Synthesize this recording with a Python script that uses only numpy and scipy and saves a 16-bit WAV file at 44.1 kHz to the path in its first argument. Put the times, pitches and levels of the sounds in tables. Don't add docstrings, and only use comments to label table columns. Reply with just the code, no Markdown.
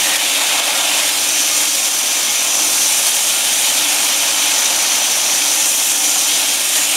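import sys
import numpy as np
from scipy import signal
from scipy.fft import rfft, irfft
from scipy.io import wavfile
from scipy.ndimage import uniform_filter1d

SR = 44100
rng = np.random.default_rng(int(sys.argv[2]) if len(sys.argv) > 2 else 0)


def unload_wav(signal):
    wavfile.write(
        sys.argv[1],
        SR,
        np.round(np.clip(np.atleast_2d(signal).T, -1, 1) * 32767).astype(np.int16),
    )


N = 306936
TIME, HZ = np.arange(N) / SR, np.fft.rfftfreq(N, 1 / SR)

# time in seconds, relative levels of churning and of tearing in dB.
FEED = [(0, -30.5, -19.5), (.3, -29, -19), (.5, -26.5, -19), (.99, -28, -20), (1.12, -30, -20.5),
        (1.55, -32, -22), (1.85, -33, -23), (2.25, -31.5, -21.8), (2.7, -31, -23), (3.22, -32.5, -21.5),
        (3.38, -31.5, -20.5), (4.5, -29, -20.5), (5.52, -29.5, -22), (5.7, -32.5, -23.7),
        (6.12, -31.8, -23.5), (6.35, -31.5, -22), (6.7, -33.5, -22.7), (6.96, -31, -21)]


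def gain_of(db):
    return 10 ** (np.asarray(db) / 20)


def unit_rms(x):
    return x / np.sqrt(np.mean(abs(x) ** 2) + 1e-20)


def envelope(rows, column=1):
    rows = np.asarray(rows)
    return gain_of(np.interp(TIME, rows[:, 0], rows[:, column]))


def bumps(rows):
    return sum(db * np.exp(-((TIME - centre) / half_width) ** 2) for centre, half_width, db in rows)


def pulse(start_s, rise_s, fall_s):
    age = np.maximum(TIME - start_s, 0)
    return (1 - np.exp(-age / rise_s)) * np.exp(-age / fall_s)


def coloured(x, spectrum):
    hz, db = np.transpose(spectrum)
    response = gain_of(np.interp(np.log(HZ + 1), np.log(hz), db))
    return unit_rms(irfft(rfft(x) * response, N))


def resonance(hz, width_hz):
    return 1j * HZ * width_hz / (hz ** 2 - HZ ** 2 + 1j * HZ * width_hz)


def driven_mode(force_spectrum, hz, stage_width_hz):
    return unit_rms(irfft(force_spectrum * resonance(hz, stage_width_hz) ** 2, N))


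def wander(rate_hz, size=2048):
    hz = np.fft.rfftfreq(size, N / SR / size)
    slow = irfft(rfft(rng.standard_normal(size)) / (1 + (hz / rate_hz) ** 2))
    return unit_rms(np.interp(TIME, np.linspace(0, N / SR, size), slow))


def tones(rows, waver_db, drift_hz):
    out = np.zeros(N)
    for hz, db in rows:
        cycles = np.cumsum(hz + drift_hz * wander(5.37)) / SR + rng.random()
        strength = gain_of(waver_db * wander(3.7))
        out += gain_of(db) * unit_rms(strength * np.sin(2 * np.pi * cycles))
    return out


def motor(rumble_db=-42, hum_db=-40.5, load_exponent=0.25):
    # frequency in Hz, relative level in dB.
    rumble_spectrum = [(20, -28.5), (120, -16.5), (200, -3), (260, 1.5), (300, 1.5), (340, -3), (410, -1),
                       (480, -1), (700, -13), (1500, -40)]
    # frequency in Hz, level in dB relative to hum_db.
    hum_tones = [(281.5, -7.5), (299, -2), (316, -8)]
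    # centre and half-width in seconds, depth in dB.
    hum_fades = [(0, .15, 5), (1.92, .15, 6), (2.35, 0.17, 4.5), (3.15, .16, 16), (3.55, 0.16, 5.5),
                 (4.6, 0.12, 5), (5.15, 0.17, 8), (5.83, .11, 7), (6.65, 0.089, 9)]
    # frequency in Hz, level in dB.
    bearing_tones = [(151, -62.5), (263, -57.5), (350.5, -51.5), (553, -49), (778, -47), (1063.6, -47.5),
                     (1218, -47), (1395, -46.5), (1626, -46), (1808, -54), (2158, -43), (3212, -39.5)]
    load = unit_rms(envelope(FEED) ** load_exponent)
    rumble = gain_of(rumble_db) * coloured(rng.standard_normal(N), rumble_spectrum) * load
    hum = tones(hum_tones, waver_db=2, drift_hz=1.63) * gain_of(hum_db - bumps(hum_fades))
    return rumble + hum + tones(bearing_tones, waver_db=5, drift_hz=1.79)


def grit(per_s, spread_db, share):
    sizes = gain_of(spread_db * np.minimum(rng.exponential(1, N), 3))
    cracks = sizes * rng.choice([-1, 1], N) * (rng.random(N) < per_s / SR)
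    return np.sqrt(share) * unit_rms(cracks) + np.sqrt(1 - share) * rng.standard_normal(N)


def mottled(x, depth_db, patch_s, patch_hz=150):
    size, hop = 1024, 256
    frames = signal.stft(x, nperseg=size, noverlap=size - hop)[2]
    across_hz = np.fft.fftfreq(frames.shape[0], SR / size)[:, None] * patch_hz
    along_time = np.fft.rfftfreq(frames.shape[1], hop / SR) * patch_s
    smoothing = np.exp(-2 * (across_hz ** 2 + along_time ** 2))
    patches = np.fft.irfft2(np.fft.rfft2(rng.standard_normal(frames.shape)) * smoothing, frames.shape)
    frames = frames * gain_of(depth_db * unit_rms(patches))
    return unit_rms(signal.istft(frames, nperseg=size, noverlap=size - hop)[1][:N])


def throb(turns, once, twice):
    return 1 + once * np.cos(2 * np.pi * turns) + twice * np.cos(4 * np.pi * turns)


def sifted(spray, coarse_below_hz=5400):
    # time in seconds, gain in dB.
    coarse_levels = [(0, 0), (.2, -6), (1, 1.5), (1.55, 2), (1.85, 0), (2.8, 1.5), (3.25, -1.5), (4.8, 2.5),
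                     (5.5, 2), (5.75, -4.5), (6, -2.5), (6.35, 3.5), (6.55, 1.5), (6.96, -7)]
    coarse = irfft(rfft(spray) / (1 + (HZ / coarse_below_hz) ** 20), N)
    return spray + coarse * (envelope(coarse_levels) - 1)


def spray_strength(catch_s=0.052, usual_churn_db=-30.5, smother_db_per_db=0.25):
    # start and decay time in seconds, pulse scale in dB.
    handfuls = [(0, 0.049, 8), (.76, .7, 1.5), (1.5, 0.12, 3), (2.58, 1.8, 3), (5.46, 0.95, 2.5),
                (6.66, .06, 3.5)]
    fresh_db = sum(db * pulse(start, catch_s, decay) for start, decay, db in handfuls)
    fullness = envelope(FEED) / gain_of(usual_churn_db)
    return gain_of(fresh_db) * fullness ** -smother_db_per_db


def grinding(turns, churn_db=1.28, tear_db=0.89, spray_db=-19.0):
    # frequency in Hz, relative level in dB.
    churn_spectrum = [(250, -31), (470, -12.5), (545, -1), (630, -1), (720, 0), (860, 1.5), (1000, -3.5),
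                      (1400, -4), (1900, -10), (3000, -16), (8000, -43)]
    tear_spectrum = [(600, -34), (1500, -13), (1800, -6), (2020, -8.5), (2120, -3.5), (2550, 0.5),
                     (2900, -1.5), (3130, 2), (3340, -1), (3560, .5), (4350, -5.5), (5200, -7.5),
                     (8000, -11.5), (15000, -26)]
    spray_spectrum = [(1500, -23), (4000, -6.5), (4900, -4), (5350, -2.5), (5580, 0), (6450, 0.5),
                      (7500, 0.5), (8600, 1), (9600, -1.5), (11000, -3), (12800, -8.5), (15700, -16.5)]
    churn = coloured(grit(per_s=1200, spread_db=2, share=0.18), churn_spectrum)
    tear = coloured(grit(per_s=1300, spread_db=3, share=0.27), tear_spectrum)
    tear = mottled(tear, depth_db=1.4, patch_s=0.04)
    spray = coloured(grit(per_s=3300, spread_db=5.5, share=0.26), spray_spectrum)
    spray = sifted(mottled(spray, depth_db=1.9, patch_s=0.021))
    churn *= envelope(FEED) * gain_of(churn_db + 1.03 * wander(37))
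    tear *= envelope(FEED, column=2) * gain_of(tear_db + 0.73 * wander(70))
    spray *= spray_strength() * gain_of(spray_db + 0.55 * wander(31))
    tear *= throb(turns, once=0.03, twice=0.033)
    spray *= throb(turns, once=0.05, twice=0.015)
    return churn + tear + spray


def scrapes():
    # centre and half-width in seconds, frequency and nominal bandwidth in Hz, level in dB.
    scrape_events = [(.12, 0.12, 1850, 220, -27), (.7, 0.33, 783, 170, -38), (.95, 0.056, 2700, 500, -26),
                     (5.47, 0.2, 6200, 160, -28), (6.048, 0.057, 5830, 60, -23),
                     (6.12, .08, 7000, 380, -23), (6.37, 0.14, 3300, 600, -27),
                     (6.78, 0.15, 1840, 220, -35), (6.86, 0.097, 6980, 180, -24),
                     (6.92, .05, 2920, 400, -23.5)]
    friction = rfft(grit(per_s=1100, spread_db=4, share=0.26))
    out = np.zeros(N)
    for centre, half_width, hz, width_hz, db in scrape_events:
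        swell = np.exp(-((TIME - centre) / half_width) ** 2)
        out += gain_of(db) * driven_mode(friction, hz, 1.5 * width_hz) * swell
    return out


def surges(fall_s=0.0034, recover_s=0.1, uneven_db=0.22):
    # start in seconds, pulse scale in dB.
    dips = [(.168, 4.5), (.598, 3.5), (.813, 2.5), (1.885, 3.5), (2.016, 2), (2.655, 1.5), (3.096, 1),
            (3.193, 2.5), (3.823, 2), (6.559, 1.5), (6.854, 3)]
    # centre and half-width in seconds, nominal swell in dB.
    lumps = [(1.603, 0.049, 2.5), (2.83, .025, 1), (3.075, .015, 2), (6.05, 0.016, 1.5), (6.773, .018, 3)]
    db = bumps(lumps) - sum(depth * pulse(start, fall_s, recover_s) for start, depth in dips)
    brief_db = db - uniform_filter1d(db, size=9000)
    return gain_of(brief_db + uneven_db * wander(8))


def rotor_ring(turns, fuzz_db=-1, orders_db=-12, upper_db=-29, slip_turns=0.037):
    # time in seconds, relative level in dB.
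    rub_levels = [(0, -39), (.5, -34), (1.12, -34), (1.3, -21), (1.8, -24.5), (2.6, -20.5), (3.4, -29),
                  (4.05, -25), (4.55, -22.5), (4.95, -22.5), (5.6, -20.5), (5.8, -24.5), (6.25, -23),
                  (6.96, -40)]
    # multiple of the shaft frequency, relative level in dB.
    ring_orders = [(117, -9), (119, -1), (120, 0), (121, -1.5), (122, -5), (123, -9), (124, -5)]
    rub = envelope(rub_levels)
    friction = rfft(grit(per_s=1500, spread_db=3.5, share=0.3))
    fuzz = driven_mode(friction, hz=6010, stage_width_hz=796.8)
    upper_mode = driven_mode(friction, hz=6860, stage_width_hz=498)
    orders = np.zeros(N)
    for multiple, db in ring_orders:
        contact = wander(2.1) + 1j * wander(1.3)
        cycles = multiple * turns + slip_turns * wander(7.2)
        orders += gain_of(db) * (contact * np.exp(2j * np.pi * cycles)).real
    ring = gain_of(fuzz_db) * fuzz * throb(turns, once=0.02, twice=-0.12) + gain_of(orders_db) * orders
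    upper_drive = unit_rms(rub ** 0.6)
    return ring * rub + gain_of(upper_db) * upper_mode * upper_drive


def scene(shaft_hz=50.18):
    turns = np.cumsum(shaft_hz * (1 + 0.00032 * wander(1.45))) / SR
    mill = (motor() + grinding(turns) + scrapes() + rotor_ring(turns)) * surges()
    return np.array([mill, mill])


def record(dry, notch_depth=0.65, ceiling=0.87, cutoff_hz=15750):
    port = 1 - notch_depth * resonance(hz=7930, width_hz=320)
    heard = irfft(rfft(dry) * port, N)
    rounded = heard / (1 + (heard / ceiling) ** 8) ** (1 / 8)
    low_pass = signal.firwin(1023, cutoff_hz, window=("kaiser", 9), fs=SR)
    return signal.oaconvolve(rounded, low_pass[None], "same")


dry = scene()
out = record(dry)
unload_wav(out)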